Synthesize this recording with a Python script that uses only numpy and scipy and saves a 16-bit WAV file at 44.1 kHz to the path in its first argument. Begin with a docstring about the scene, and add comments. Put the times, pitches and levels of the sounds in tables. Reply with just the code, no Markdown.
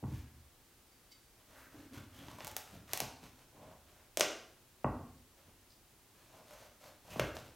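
"""In a live kitchen, a large knife is worked through a raw squash on a wooden board. The flesh splits in sharp
cracks, and the heavy squash knocks and rubs on the board. Stick-slip friction makes the wedged blade judder and
scrape, and sets board and squash creaking; fibres rasp and cells burst. Lightly touched, the free blade rings
faintly. A bright microphone picks it all up from a little way off, with the room's echoes, over a soft steady
hiss."""
import sys
import numpy as np
from scipy import signal
from scipy.fft import rfft, irfft
from scipy.io import wavfile

SR = 44100
rng = np.random.default_rng(int(sys.argv[2]) if len(sys.argv) > 2 else 0)


def transcribe(signal):
    """Save signal, clipped to [-1, 1], as a 16-bit WAV file at the path in sys.argv[1]."""
    frames = np.atleast_2d(signal).T
    limited = np.clip(frames, -1, 1)
    pcm = np.round(limited * 32767).astype(np.int16)
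    wavfile.write(sys.argv[1], SR, pcm)


N = 333043


def cracks(run_s=0.0004, bounce_s=0.0011, bounce_db=-5, after_s=0.0078, after_db=-20, spike_db=4):
    """Brittle fracture: a spike and a trail of small breaks excite the modes of squash and blade."""
    # splits: start_s, snap_db, snap_top_hz, flesh_db, blade_db (both rings relative to the snap)
    splits = [ (2.284, -25, 4000, 11, -3), (2.314, -31.5, 8000, 12, -12), (2.386, -34, 13100, 22, -23),
              (2.406, -20.5, 3760, 4, 3), (2.447, -22, 15000, 0, -14), (2.470, -20, 14000, 10, -22),
              (2.477, -21, 14000, 9, -33), (2.515, -29, 15000, -2, -25), (2.5655, -10.5, 16900, 5, -34),
              (2.9339, -5.5, 13500, 6, -15), (2.9746, -13.5, 14000, 0, -20), (3.0027, -8, 13800, 6.5, -1.5),
              (3.239, -29.5, 6000, 10, -24), (4.1727, -5, 10500, 11, -7), (4.1965, -9.5, 13100, 14, -23),
              (4.2085, 1, 8450, 12, 4), (7.1961, -5.5, 2370, 17.5, 11), (7.1971, -16.5, 14000, -12, -12),
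              (7.368, -16, 4330, 10, -21)]
    # modes of the squash: pitch_ratio, width_hz, level_db
    flesh_modes = [(.54, 97, -4), (1, 132, 5), (1.24, 169, -10), (1.45, 174, -16)]
    # modes of the gripped blade: pitch_hz, width_hz, level_db
    blade_modes = [(1630, 80, -11), (2440, 1400, -7.5), (2830, 270, -5), (3170, 530, -9), (4800, 310, -9),
                   (5200, 510, -6.5), (6000, 2400, -12.5)]
    octaves_per_db = 0.017   # a smaller split rings higher
    out, t = np.zeros(N), np.arange(SR // 15) / SR
    jolt = signal.unit_impulse(len(t))
    run = np.exp(-t / run_s)
    bounce = from_db(bounce_db) * np.interp(t - bounce_s, t, run, left=0)   # off the nearest surface
    envelope = run + bounce + from_db(after_db) * np.exp(-t / after_s)
    for start_s, db, top_hz, flesh_db, blade_db in splits:
        _, piece_hz, _ = stroke_at(start_s)
        flesh_hz = piece_hz * 2 ** (-db * octaves_per_db)
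        split = whiten(envelope * rng.standard_normal(len(t)) - from_db(spike_db) * jolt)
        snap = cut(split, 1100, "high", order=1) + from_db(blade_db) * resonate(split, blade_modes)
        modes = [(ratio * flesh_hz, width_hz, mode_db) for ratio, width_hz, mode_db in flesh_modes]
        flesh = from_db(flesh_db) * resonate(jolt, modes, flip=True)
        add(out, start_s, from_db(db) * (cut(snap, top_hz, "low") + flesh))
    return out


def knocks(level_db=1.5, damp_hz=3200, floor_hz=56):
    """Impact: softer contact excites less treble; heavy blows reach the board's lowest modes."""
    # squash and blade meet the board: start_s, force_db, contact_cutoff_hz, lowest_hz
    blows = [ (0.027, 10.5, 198, 54), (0.037, 9.5, 245, 55), (0.0385, -3, 1090, 454), (0.079, 8, 140, 55),
             (0.118, 11.5, 139, 61.4), (2.406, -10, 910, 100), (2.935, -12, 1310, 109),
             (3.003, -2.5, 1280, 192), (3.017, 1, 880, 70), (3.230, -6, 397, 90), (4.175, 2, 600, 283),
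             (4.21, 8, 332, 310), (4.8442, 14.5, 1170, 58.7), (4.864, 7.5, 296, 50), (5.003, -1, 300, 130),
             (7.159, 5, 700, 150), (7.175, -4, 396, 80), (7.197, 12.5, 172, 60.4), (7.368, -11, 905, 70)]
    # modes of the board: pitch_hz, width_hz, level_db
    board_modes = [(66.6, 60, -2.5), (111.8, 29, 2.5), (131, 31, 5.5), (186, 51, 1), (238, 42, 4),
                   (320, 157, -3.5), (560, 300, -2), (934, 200, -3), (1098, 78, -1), (1494, 370, -14),
                   (1915, 77, -8), (2730, 220, -10)]
    out = np.zeros(N)
    wood = resonate(signal.unit_impulse(SR // 3), board_modes, flip=True)
    wood = cut(cut(wood, damp_hz, "low"), floor_hz, "high", order=6)
    for start_s, db, contact_hz, lowest_hz in blows:
        add(out, start_s, from_db(db + level_db) * cut(cut(wood, contact_hz, "low"), lowest_hz, "high"))
    return out


def pushing(judder_db=-7, rub_db=-6, rasp_db=-4, chatter_hz=90, chatter_db=2):
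    """Friction: pushes of blade through squash, or squash over board, judder, rub, rasp and crackle."""
    # hands on knife and squash: start_s, swell_s, hold_s, force_db, wedge_db, bite_db (both re force)
    pushes = [ (1.358, .03, .02, -69, -16, -5), (1.45, 0.067, 0.1, -63, -7, -3),
              (1.711, 0.016, 0.11, -65.5, 7, -1), (1.914, 0.027, 0.045, -60, 10.5, 3),
              (2.101, 0.066, 0.18, -60.5, 6, -1), (2.369, 0.042, 0.093, -56.5, 2, -1),
              (2.645, 0.032, 0.062, -66, 4.5, 0.5), (2.71, .04, 0.014, -65, 10, -5),
              (2.864, 0.043, 0.011, -56.5, 2.5, -0.5), (3.215, 0.017, 0.032, -65, 3.5, 2),
              (3.367, 0.022, .02, -66.5, 0, -2.5), (3.503, 0.077, 0.14, -54.5, -3, -15),
              (3.83, .05, 0.16, -71, 0.5, 0), (5.36, 0.019, 0.021, -66, 0, -6),
              (5.449, 0.022, .02, -68.5, 9.5, -7), (6.103, .08, 0.12, -71.5, 4, -1),
              (6.27, 0.093, .04, -58.5, -4.5, -12), (6.418, 0.11, 0.12, -57, -11.5, -6.5),
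              (6.777, 0.077, 0.021, -55, -6.5, -7), (7.003, 0.14, 0.13, -51.5, -3, -8),
              (7.337, 0.027, 0.017, -56, -5.5, -2.5), (7.436, 0.018, .02, -63.5, 3, -5)]
    # modes of the wedged and of the rubbed squash: pitch_hz, width_hz, level_db
    wedged_modes = [(66.5, 51, -6), (103, 67, -1.5), (164, 50, -0.5), (271, 145, -7.5)]
    rubbed_modes = [(545, 158, 3.5), (685, 436, 5), (891, 556, 5), (1090, 410, -1)]
    # spectra of tearing fibres and of bursting cells: frequency_hz, density_db
    rasp_spectrum = [(850, -1.5), (1300, 6.5), (2000, 2.5), (3200, 1.5), (4200, -8), (7000, -33)]
    crackle_spectrum = [(2600, 0), (4100, 1), (6500, -1.5), (9500, -5), (13300, -5.5), (16000, -13)]
    growth_db_per_s = 1   # more cells burst as the blade sinks deeper
    wedging, rubbing, rasping, crackling = np.zeros((4, N))
    for start_s, swell_s, hold_s, db, wedge_db, bite_db in pushes:
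        force = from_db(db) * push_force(swell_s, hold_s)
        entry_s, _, entry_db = stroke_at(start_s)
        crackle_db = entry_db + growth_db_per_s * (start_s - entry_s)
        add(rubbing, start_s, force)
        add(wedging, start_s, force * from_db(wedge_db))
        add(rasping, start_s, force * from_db(bite_db))
        add(crackling, start_s, force * from_db(bite_db + crackle_db))
    judder = resonate(grains(per_s=220, spread_db=1), wedged_modes, flip=True)
    judder = from_db(judder_db) * wedging * rms_one(cut(judder, 620, "low"))
    rub = resonate(grains(per_s=740, spread_db=2.5), rubbed_modes, flip=True)
    rub = from_db(rub_db) * rubbing * rms_one(cut(cut(rub, 1660, "low"), 370, "high"))
    rasp = from_db(rasp_db) * rasping * coloured(grains(per_s=1100, spread_db=2.5), rasp_spectrum)
    crackle = crackling * coloured(grains(per_s=3500, spread_db=-1), crackle_spectrum)
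    spurts = rms_one(from_db(chatter_db * wander(N, chatter_hz)))   # the contact catches and lets go
    return judder + rub + spurts * (rasp + crackle)


def push_force(swell_s, hold_s, release_s=0.037):
    """Exponential relaxation: the force of a push eases off after a smooth swell and a hold."""
    t = np.arange(SR // 2) / SR
    swell = np.sin(np.pi / 2 * np.minimum(t / swell_s, 1)) ** 2
    return swell * np.exp(-np.maximum(t - swell_s - hold_s, 0) / release_s)


def stroke_at(time_s):
    """Each piece has its own natural frequency; gives the row of the cut under way at time_s."""
    # the three cuts: start_s, piece_pitch_hz, first_crackle_db
    strokes = [(1.3, 676, -5), (3.5, 599, -8), (6.1, 530, -1.5)]
    return strokes[sum(time_s >= later[0] for later in strokes[1:])]


def creaks(waver=0.039, flutter_db=3.5, octave_db=-19):
    """Self-excited oscillation: stick and slip lock onto one resonance for a short, unsteady tone."""
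    # creaks where stick-slip rings a resonance of board and squash: start_s, length_s, pitch_hz, level_db
    events = [(1.511, 0.21, 261.6, -69), (1.741, 0.027, 302, -54), (1.762, 0.047, 269.5, -56.5),
              (1.842, 0.031, 266, -57.5), (1.904, 0.04, 253, -55), (1.928, 0.0274, 296, -50.5),
              (2.186, 0.062, 271, -57.5), (2.271, 0.023, 302, -54.5), (2.744, 0.053, 181.5, -52.5)]
    out = np.zeros(N)
    for start_s, length_s, hz, db in events:
        size = int(length_s * SR)
        drift, grip = (wander(SR // 2, 115)[-size:] for _ in range(2))
        phase = 2 * np.pi * np.cumsum(hz * (1 + waver * drift)) / SR
        tone = np.sin(phase) + from_db(octave_db) * np.sin(2 * phase)
        add(out, start_s, from_db(db + flutter_db * grip) * signal.windows.tukey(size, .5) * tone)
    return out


def scrapes(crackle_db=-5, uneven=.3):
    """Sliding friction: a run of small slips on the rind drives one resonance of the blade."""
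    # the blade skims the rind: start_s, length_s, level_db, pitch_hz, width_hz, slips_per_s
    skims = [(0.02, 0.27, -64, 1440, 2480, 900), (1.102, .04, -66.5, 4700, 1500, 900),
             (1.487, 0.26, -63.5, 1530, 503, 900), (2.096, 0.17, -66, 3140, 358, 70),
             (5.679, 0.084, -71, 4860, 500, 900), (7.084, 0.1, -58.5, 2700, 400, 900)]
    out = np.zeros(N)
    for start_s, length_s, db, hz, width_hz, per_s in skims:
        size = int(length_s * SR)
        cycles = np.cumsum(per_s / SR * (1 + uneven * wander(SR, 50)))[:size]
        slips = np.exp(-8 * (cycles % 1)) * rng.standard_normal(SR)[:size]   # each a brief rough puff
        ring = rms_one(resonate(slips, [(hz, width_hz, 0)]))
        crackle = from_db(crackle_db) * rms_one(cut(slips, 2600, "high"))
        add(out, start_s, from_db(db) * np.hanning(size) * (ring + crackle))
    return out


def tings():
    """Free vibration: after a light touch, the steel's inharmonic modes decay exponentially."""
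    # touches on the blade: start_s, level_db
    touches = [(0.92, -67), (1.117, -57)]
    # modes of the free blade: pitch_hz, level_db, t60_s
    steel_modes = [(2160, -8.5, 0.1), (3040, -9, 0.091), (3817, -11, 0.26), (4650, -2, 0.19),
                   (5670, -14, 0.23), (7500, -13, 0.13), (14310, -13, .15)]
    out, t = np.zeros(N), np.arange(SR // 2) / SR
    for start_s, db in touches:
        for hz, mode_db, t60_s in steel_modes:
            ring = np.exp(-np.log(1000) * t / t60_s) * np.sin(2 * np.pi * hz * t)
            add(out, start_s, from_db(db + mode_db + rng.normal(0, 0.72)) * ring)
    return out


def kitchen(x, first_s=0.0026, build_s=0.00087, wet_db=1.5):
    """Reverberation: a diffuse field builds within milliseconds and dies band by band, treble first."""
    # the room's echoes: frequency_hz, level_db, t60_s
    room_bands = [(71, 6.5, 0.65), (143, -4.5, 0.68), (298, -1.5, 0.54), (665, -4.5, 0.57), (1270, 0, 0.56),
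                  (2500, -3.5, 0.49), (4830, -4.5, 0.54), (7800, -6.5, 0.42), (11100, -11.5, 0.44),
                  (15900, -7, 0.24)]
    t, hz = np.arange(SR) / SR, np.fft.rfftfreq(SR, 1 / SR)
    white, echo = rfft(rng.standard_normal(SR)), 0
    edges_hz = np.geomspace(35, 18000, 25)
    build = 1 - np.exp(-np.maximum(t - first_s, 0) / build_s)
    for low, high in zip(edges_hz, edges_hz[1:]):
        centre_hz = np.sqrt(low * high)
        band = irfft(white * ((hz >= low) & (hz < high)), SR) * build
        band *= np.exp(-np.log(1000) * t / at_hz(room_bands, centre_hz, column=2))
        band *= np.sqrt(2 * (high - low) / SR) / np.linalg.norm(band)   # unit gain within the band
        echo = echo + band * from_db(at_hz(room_bands, centre_hz))
    return from_db(wet_db) * signal.fftconvolve(x, echo)[:N]


def hiss(level_db=-65.5, side_db=-6, side_rumble_db=-20):
    """Noise floor: room rumble and microphone hiss, partly in opposite phase in the two channels."""
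    # steady background: frequency_hz, density_db
    floor_spectrum = [(13, -25), (22, 1), (125, 0), (174, -8), (223, -4), (319, -6), (356, -4), (432, -8.5),
                      (554, -9.5), (653, -12.5), (710, -9.5), (1380, -13), (1620, -14), (4260, -16.5),
                      (16000, -19.5)]
    mid = coloured(rng.standard_normal(N), floor_spectrum)
    side = from_db(side_db) * rng.standard_normal(N)
    side += from_db(side_rumble_db) * wander(N, 40, order=1)
    return from_db(level_db) * (mid + side * np.array([[1], [-1]]))


def resonate(x, modes, flip=False):
    """Modal superposition of damped resonators; flip alternates their signs, filling the valleys."""
    out = 0
    for k, (hz, width_hz, db) in enumerate(modes):
        radius = np.exp(-np.pi * width_hz / SR)
        poles = [1, -2 * radius * np.cos(2 * np.pi * hz / SR), radius ** 2]
        gain = (-1) ** (k * flip) * from_db(db) * (1 - radius ** 2) / 2
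        out = out + gain * signal.lfilter([1, 0, -1], poles, x)
    return out


def grains(per_s, spread_db):
    """Shot noise: random clicks of uneven size on a faint bed of white noise."""
    sizes = from_db(spread_db * np.minimum(rng.exponential(1, N), 4)) * rng.choice([-1, 1], N)
    return rms_one(sizes * (rng.random(N) < per_s / SR)) + 0.16 * rng.standard_normal(N)


def whiten(burst):
    """Spectral whitening: keeping only the phase gives a colourless snap that starts at once."""
    flat = irfft(np.exp(1j * np.angle(rfft(burst))), len(burst))
    return flat * (np.arange(len(burst)) < len(burst) // 2)


def coloured(x, spectrum):
    """Spectral shaping by a smooth curve; rms 1."""
    return rms_one(irfft(rfft(x) * from_db(at_hz(spectrum, np.fft.rfftfreq(N, 1 / SR))), N))


def wander(size, hz, order=2):
    """Random fluctuation: low-passed noise; rms 1."""
    return rms_one(cut(rng.standard_normal(size), hz, "low", order))


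def cut(x, hz, kind, order=2):
    """Low-pass or high-pass filter."""
    return signal.sosfilt(signal.butter(order, np.clip(hz, 10, .47 * SR), kind, fs=SR, output="sos"), x)


def at_hz(points, hz, column=1):
    """Interpolation of a table column along log frequency."""
    points = np.array(points)
    return np.interp(np.log(np.maximum(hz, 1)), np.log(points[:, 0]), points[:, column])


def add(track, start_s, sound):
    """Superposition of a sound on the track at start_s."""
    start = max(round(start_s * SR), 0)
    track[start:start + len(sound)] += sound[:N - start]


def from_db(db):
    """Amplitude ratio of a level."""
    return 10 ** (np.asarray(db) / 20)


def rms_one(x):
    """Normalisation to unit power."""
    return x / np.sqrt(np.mean(x ** 2) + 1e-20)


def scene():
    """Direct and reverberant sound sum at a microphone whose resonances brighten the treble."""
    # presence peaks of the microphone: centre_hz, width_hz, added_db
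    presence_peaks = [(6240, 650, -7), (13100, 1500, -3)]
    direct = cracks() + knocks() + tings() + pushing() + creaks() + scrapes()
    air = direct + kitchen(direct)
    return air + resonate(air, presence_peaks) + hiss()


def record(dry):
    """Band limiting: a steep low-pass removes the highest treble."""
    cutoff_hz = 16100
    return signal.sosfilt(signal.ellip(10, .1, 80, cutoff_hz, fs=SR, output="sos"), dry)


dry = scene()
out = record(dry)
transcribe(out)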